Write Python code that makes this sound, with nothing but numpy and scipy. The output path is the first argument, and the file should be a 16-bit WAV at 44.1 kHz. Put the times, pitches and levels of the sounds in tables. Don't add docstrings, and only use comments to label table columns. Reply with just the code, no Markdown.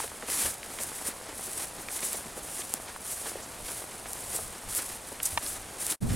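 import sys
import numpy as np
from scipy import signal
from scipy.fft import rfft, irfft, next_fast_len
from scipy.io import wavfile
from scipy.ndimage import uniform_filter1d

SR = 44100
rng = np.random.default_rng(int(sys.argv[2]) if len(sys.argv) > 2 else 0)


def pcm_store(signal):
    levels = np.round(np.clip(np.atleast_2d(signal), -1, 1) * 32767)
    wavfile.write(sys.argv[1], SR, levels.astype(np.int16).T)


N = 271215
TIME = np.arange(N) / SR

# frequency_hz, gain_db
BLADE_SPECTRUM = [(200, -44), (1500, -15), (3000, -11.5), (4500, -9), (6000, -6), (7500, -1.5), (9600, 4),
                  (11000, 0), (12500, -6), (14000, -10.5), (16000, -16.5)]
# start_s, length_s, level_db, growth_db, stems_relative_db
LEG_SWINGS = [(-.1, 0.13, -34.5, -2.5, -7.5), (0.266, .2, -30, 5, -9.5), (0.617, 0.48, -43, 4, -9),
              (1.328, 0.31, -39.5, 3.5, -18), (1.889, .29, -37.5, -3, -11.5), (2.415, 0.35, -42, -1, -15),
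              (3.03, 0.28, -40, -0.5, -12), (3.63, 0.2, -39.5, -4, -15), (4.057, 0.377, -40.5, 4, -16),
              (4.669, 0.28, -38.5, -2.5, -12), (5.213, 0.12, -36, -4, -11.5), (5.406, 0.13, -38, 0, -10),
              (5.775, 0.16, -34.5, 1.5, -11.5), (6.056, .1, -43.5, 0, -2.5)]
SWING_ATTACK_S, SWING_RELEASE_S = 0.034, 0.041
RUSTLE_DB = -48


def grass():
    power = undb(RUSTLE_DB) ** 2 + sum(sweep(*swing) ** 2 for *swing, _ in LEG_SWINGS)
    brush = np.sqrt(power) * undb(0.5 * wander(22))
    share = np.clip(0.3 * brush / undb(-37), .02, 1)
    flicks = unit(crackle(share, spread_db=2.1) / np.sqrt(share))
    rub = undb(-7) * rng.standard_normal(N)
    dry_ticks = undb(-10.5) * crackle(.004, spread_db=2)
    catching = undb((1.5 - .5 * share) * (wander(70) + 1.04 * wander(300)))
    return unit(colour(flicks + rub + dry_ticks, BLADE_SPECTRUM)) * catching * brush


def sweep(start_s, length_s, level_db, growth_db):
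    progress = np.clip((TIME - start_s) / length_s, 0, 1) - .5
    envelope = swell(start_s, length_s, SWING_ATTACK_S, SWING_RELEASE_S)
    return undb(level_db + growth_db * progress) * envelope


# middle_s, level_db, half_length_s, pitch_hz
HIGH_BURSTS = [(0.823, -34, 0.018, 9050), (1.078, -30.5, 0.012, 9400), (1.62, -38.5, 0.016, 9000),
               (1.817, -42, .014, 9500), (2.056, -31.5, 0.02, 9000), (2.38, -42, 0.013, 9500),
               (2.602, -35.5, 0.013, 8400), (3.125, -35, .024, 9050), (3.285, -39, .016, 9200),
               (3.435, -44, .012, 7000), (4.358, -31, 0.014, 9300), (4.773, -27, 0.014, 9700),
               (5.232, -25, 0.0025, 10700), (5.259, -22.5, 0.0047, 8700), (5.487, -34.5, 0.014, 9600),
               (5.915, -30.5, 0.012, 9200)]


def tufts_and_squeak():
    out, clicks = np.zeros(N), crackle(0.39, spread_db=1.5)
    for middle_s, level_db, half_length_s, pitch_hz in HIGH_BURSTS:
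        band = unit(resonate(resonate(clicks, pitch_hz, q=0.92), pitch_hz, q=3.0))
        out += band * undb(level_db) * bump(middle_s, half_length_s)
    return out


# start_s, peak_db
STALK_SNAPS = [(.301, -14), (0.542, -22), (.835, -11), (2.006, -17), (2.051, -14), (2.1312, -10),
               (2.739, -5), (4.133, -12.5), (4.364, -13), (4.750, -11), (5.8666, -9)]


def stalks():
    out = np.zeros(N)
    for start_s, peak_db in STALK_SNAPS:
        crack = resonate(contact(tail_db=-24, decay_s=0.0012), 9700, q=2.7)
        add(out, start_s, resonate(crack, 8300, q=0.56), peak_db)
    return out


# frequency_hz, gain_db
STEM_SPECTRUM = [(80, -36), (200, -1), (370, 1.5), (700, -2), (1100, 0), (1900, 0), (3000, -4),
                 (4500, -5.5), (8000, -7.5), (15000, -32)]
# start_s, thud_peak_db, pitch_hz, crunch_db
FOOTSTEPS = [(0.039, -30.5, 540, -48), (.229, -32, 416, -50), (0.286, -33.5, 400, -46),
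             (0.454, -29.5, 415, -45), (0.803, -31, 550, -42.5), (1.085, -31.5, 300, -39.5),
             (1.29, -35.5, 400, -46.5), (1.479, -36, 260, -49), (1.62, -41, 498, -42),
             (1.785, -37, 300, -50), (2.049, -44, 600, -40.5), (2.144, -33, 557, -49),
             (2.259, -35.5, 240, -50), (2.377, -31.5, 460, -54), (2.593, -32.5, 374, -42.5),
             (2.742, -34.5, 288, -47), (2.9, -41, 600, -47.5), (3.268, -35, 795, -43.5),
             (3.356, -26.5, 440, -52), (3.69, -38, 528, -46.5), (3.79, -40, 528, -51),
             (4.346, -33, 560, -45.5), (4.388, -31, 670, -55), (4.78, -41.5, 434, -39),
             (5.119, -32.5, 360, -68), (5.432, -37.5, 380.4, -49.5), (5.915, -35, 290, -39.5)]
CRUNCH_BUILD_S, CRUNCH_SETTLE_S = 0.021, 0.026
STANDING_DB = -51


def turf():
    thuds = np.zeros(N)
    power = undb(STANDING_DB) ** 2
    power += sum((undb(stems_db) * sweep(*swing)) ** 2 for *swing, stems_db in LEG_SWINGS)
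    for start_s, peak_db, pitch_hz, crunch_db in FOOTSTEPS:
        thud = resonate(contact(tail_db=-15.5, decay_s=0.007), pitch_hz, q=1.4)
        add(thuds, start_s, resonate(thud, pitch_hz, q=0.84), peak_db)
        press = bump(start_s, np.where(TIME < start_s, CRUNCH_BUILD_S, CRUNCH_SETTLE_S))
        power += (undb(crunch_db) * press) ** 2
    stems = colour(crackle(.25, spread_db=2.5), STEM_SPECTRUM)
    clod_spectrum = [(80, -25), (220, 3), (500, 4), (900, 2), (2000, -10.5), (6000, -40)]
    patter = colour(crackle(.002, spread_db=2.5), clod_spectrum)
    crunch = unit(stems) * np.sqrt(power) * undb(2.17 * wander(120))
    return thuds + crunch + unit(patter) * undb(-53)


# start_s, peak_db, pitch_hz
GEAR_KNOCKS = [(.002, -19.5, 1030), (.117, -31, 700), (.078, -31, 2500), (0.2248, -26, 1100),
               (.286, -30, 910), (.631, -25, 2750), (0.7877, -24, 1910), (1.014, -31, 700),
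               (1.886, -23.5, 2000), (2.619, -26.5, 2900), (2.739, -28.5, 790), (2.962, -28, 1090),
               (3.683, -28, 4600), (4.058, -31, 1500), (5.202, -23, 1850), (5.464, -23, 4800),
               (5.923, -23, 3400)]


def gear():
    out = np.zeros(N)
    for start_s, peak_db, pitch_hz in GEAR_KNOCKS:
        knock = resonate(contact(tail_db=-17, decay_s=0.0018), pitch_hz, q=1.44)
        add(out, start_s, resonate(knock, pitch_hz, q=0.83), peak_db)
    return out


# pitch_hz, relative_db, t60_s
BUCKLE_MODES = [(1000, -3.5, 0.029), (1170, 5, 0.012), (1875, 1.5, 0.013), (2280, 3.5, 0.011),
                (2820, 3.5, 0.011), (3560, -3, 0.009), (5140, -10, .008)]
# start_s, relative_db
BUCKLE_HITS = [(5.3753, -18.5), (5.3765, -16), (5.3798, -20.5)]


def buckle():
    ports, t = np.zeros((2, N)), TIME[:4096]
    for port, sign in zip(ports, (-1, 1)):
        ring = np.zeros(len(t))
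        for pitch_hz, relative_db, t60_s in BUCKLE_MODES:
            phase = sign * min(pitch_hz / 3600, .6)
            ring += undb(relative_db - 60 * t / t60_s) * np.sin(2 * np.pi * pitch_hz * t + phase)
        for start_s, relative_db in BUCKLE_HITS:
            add(port, start_s, ring, relative_db + 7.5)
    bass_cut = [(60, -18), (400, -5), (900, 0), (8000, 0)]
    return np.array([colour(port, bass_cut) for port in ports])


# start_s, length_s, level_db
MIC_GUSTS = [(0.427, 0.037, -46), (3.59, .08, -51), (4.208, 0.055, -52), (4.398, 0.098, -49),
             (4.637, 0.068, -47.5), (4.886, 0.05, -51), (5.315, 0.056, -45.5), (5.46, .15, -50.5),
             (5.995, .17, -28)]
GUST_ATTACK_S, GUST_RELEASE_S, BREEZE_DB = 0.021, 0.033, -63.5


def wind_buffet():
    wind = undb(BREEZE_DB)
    for start_s, length_s, level_db in MIC_GUSTS:
        wind += undb(level_db) * swell(start_s, length_s, GUST_ATTACK_S, GUST_RELEASE_S)
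    strength = np.clip((20 * np.log10(wind) + 50) / 24, 0, 1)
    eddies = []
    for _ in range(2):
        slow = noise([(20, -9.5), (45, -9), (80, -5.5), (150, -21), (400, -39), (2000, -77)])
        fast = noise([(20, -13), (70, 0), (195, -1), (320, -14), (600, -26.5), (3000, -56)])
        eddies.append(np.sqrt(1 - strength) * slow + np.sqrt(strength) * fast)
    mid, side = eddies
    side = colour(side, [(50, -18), (150, -8), (350, -4)]) * undb(7 * (strength - 0.5))
    return stereo(mid, side) * wind


# frequency_hz, gain_db
AIR_SPECTRUM = [(15, -9), (30, 3), (60, 4), (170, 0.5), (350, -2.5), (720, 2), (1200, -4.5), (1800, -7.5),
                (3000, -11), (6000, -13), (7500, -9.5), (9500, -8), (11000, -15), (12500, -20),
                (16000, -33)]
# frequency_hz, side_minus_mid_db
AIR_WIDTH = [(40, -33), (130, -24.5), (300, -12.5), (700, -11), (1300, -5.5), (2400, -9), (4500, -22),
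             (10000, -37)]
AIR_DB = -47


def open_air():
    mid = noise(AIR_SPECTRUM)
    side = colour(noise(AIR_SPECTRUM), AIR_WIDTH)
    return stereo(mid, side) * undb(AIR_DB + .5 * wander(2.98))


def undb(db):
    return 10 ** (np.asarray(db) / 20)


def unit(x):
    return x / np.sqrt(np.mean(x ** 2) + 1e-18)


def stereo(mid, side):
    return np.array([mid + side, mid - side])


def colour(x, spectrum):
    size = next_fast_len(len(x))
    frequency_hz, gain_db = np.transpose(spectrum)
    bins_hz = np.fft.rfftfreq(size, 1 / SR)
    gain = undb(np.interp(np.log(bins_hz + 1), np.log(frequency_hz), gain_db))
    return irfft(rfft(x, size) * gain, size)[:len(x)]


def noise(spectrum):
    return unit(colour(rng.standard_normal(N), spectrum))


def resonate(x, hz, q):
    hz = min(hz, .45 * SR)
    return signal.lfilter(*signal.iirpeak(hz, max(q, 2.5 * hz / SR), fs=SR), x)


def wander(rate_hz):
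    hold = max(int(SR / rate_hz), 1)
    steps = np.repeat(rng.standard_normal(N // hold + 1), hold)
    return unit(uniform_filter1d(uniform_filter1d(steps, hold), hold)[:N])


def crackle(share, spread_db):
    size = undb(spread_db * np.minimum(rng.exponential(size=N), 5))
    return unit((rng.random(N) < share) * rng.choice([-1, 1], N) * size)


def contact(tail_db, decay_s):
    t = TIME[:4096]
    push = undb(tail_db) * rng.standard_normal(len(t)) * np.exp(-t / decay_s)
    push[0] += 1
    return push


def swell(start_s, length_s, attack_s, release_s):
    t = TIME - start_s
    return np.clip(t / attack_s, 0, 1) * np.exp(-np.maximum(t - length_s, 0) / release_s)


def bump(middle_s, width_s):
    return np.exp(-.5 * ((TIME - middle_s) / width_s) ** 2)


def add(track, start_s, hit, peak_db):
    i = max(int(start_s * SR), 0)
    track[i:i + len(hit)] += hit[:N - i] * undb(peak_db) / np.abs(hit).max()


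def scene():
    foreground = grass() + tufts_and_squeak() + stalks() + gear() + buckle() + turf()
    return foreground + open_air() + wind_buffet()


# time_s, gain
LEVEL_DIP = [(5.925, 1), (5.962, 0.02), (6.004, 0), (6.03, 1)]
TREBLE_LIMIT_HZ = 15900


def record(dry):
    gain = np.interp(TIME, *np.transpose(LEVEL_DIP))
    low_pass = signal.ellip(10, .2, 80, TREBLE_LIMIT_HZ, fs=SR, output="sos")
    return signal.sosfilt(low_pass, dry * gain)


dry = scene()
out = record(dry)
pcm_store(out)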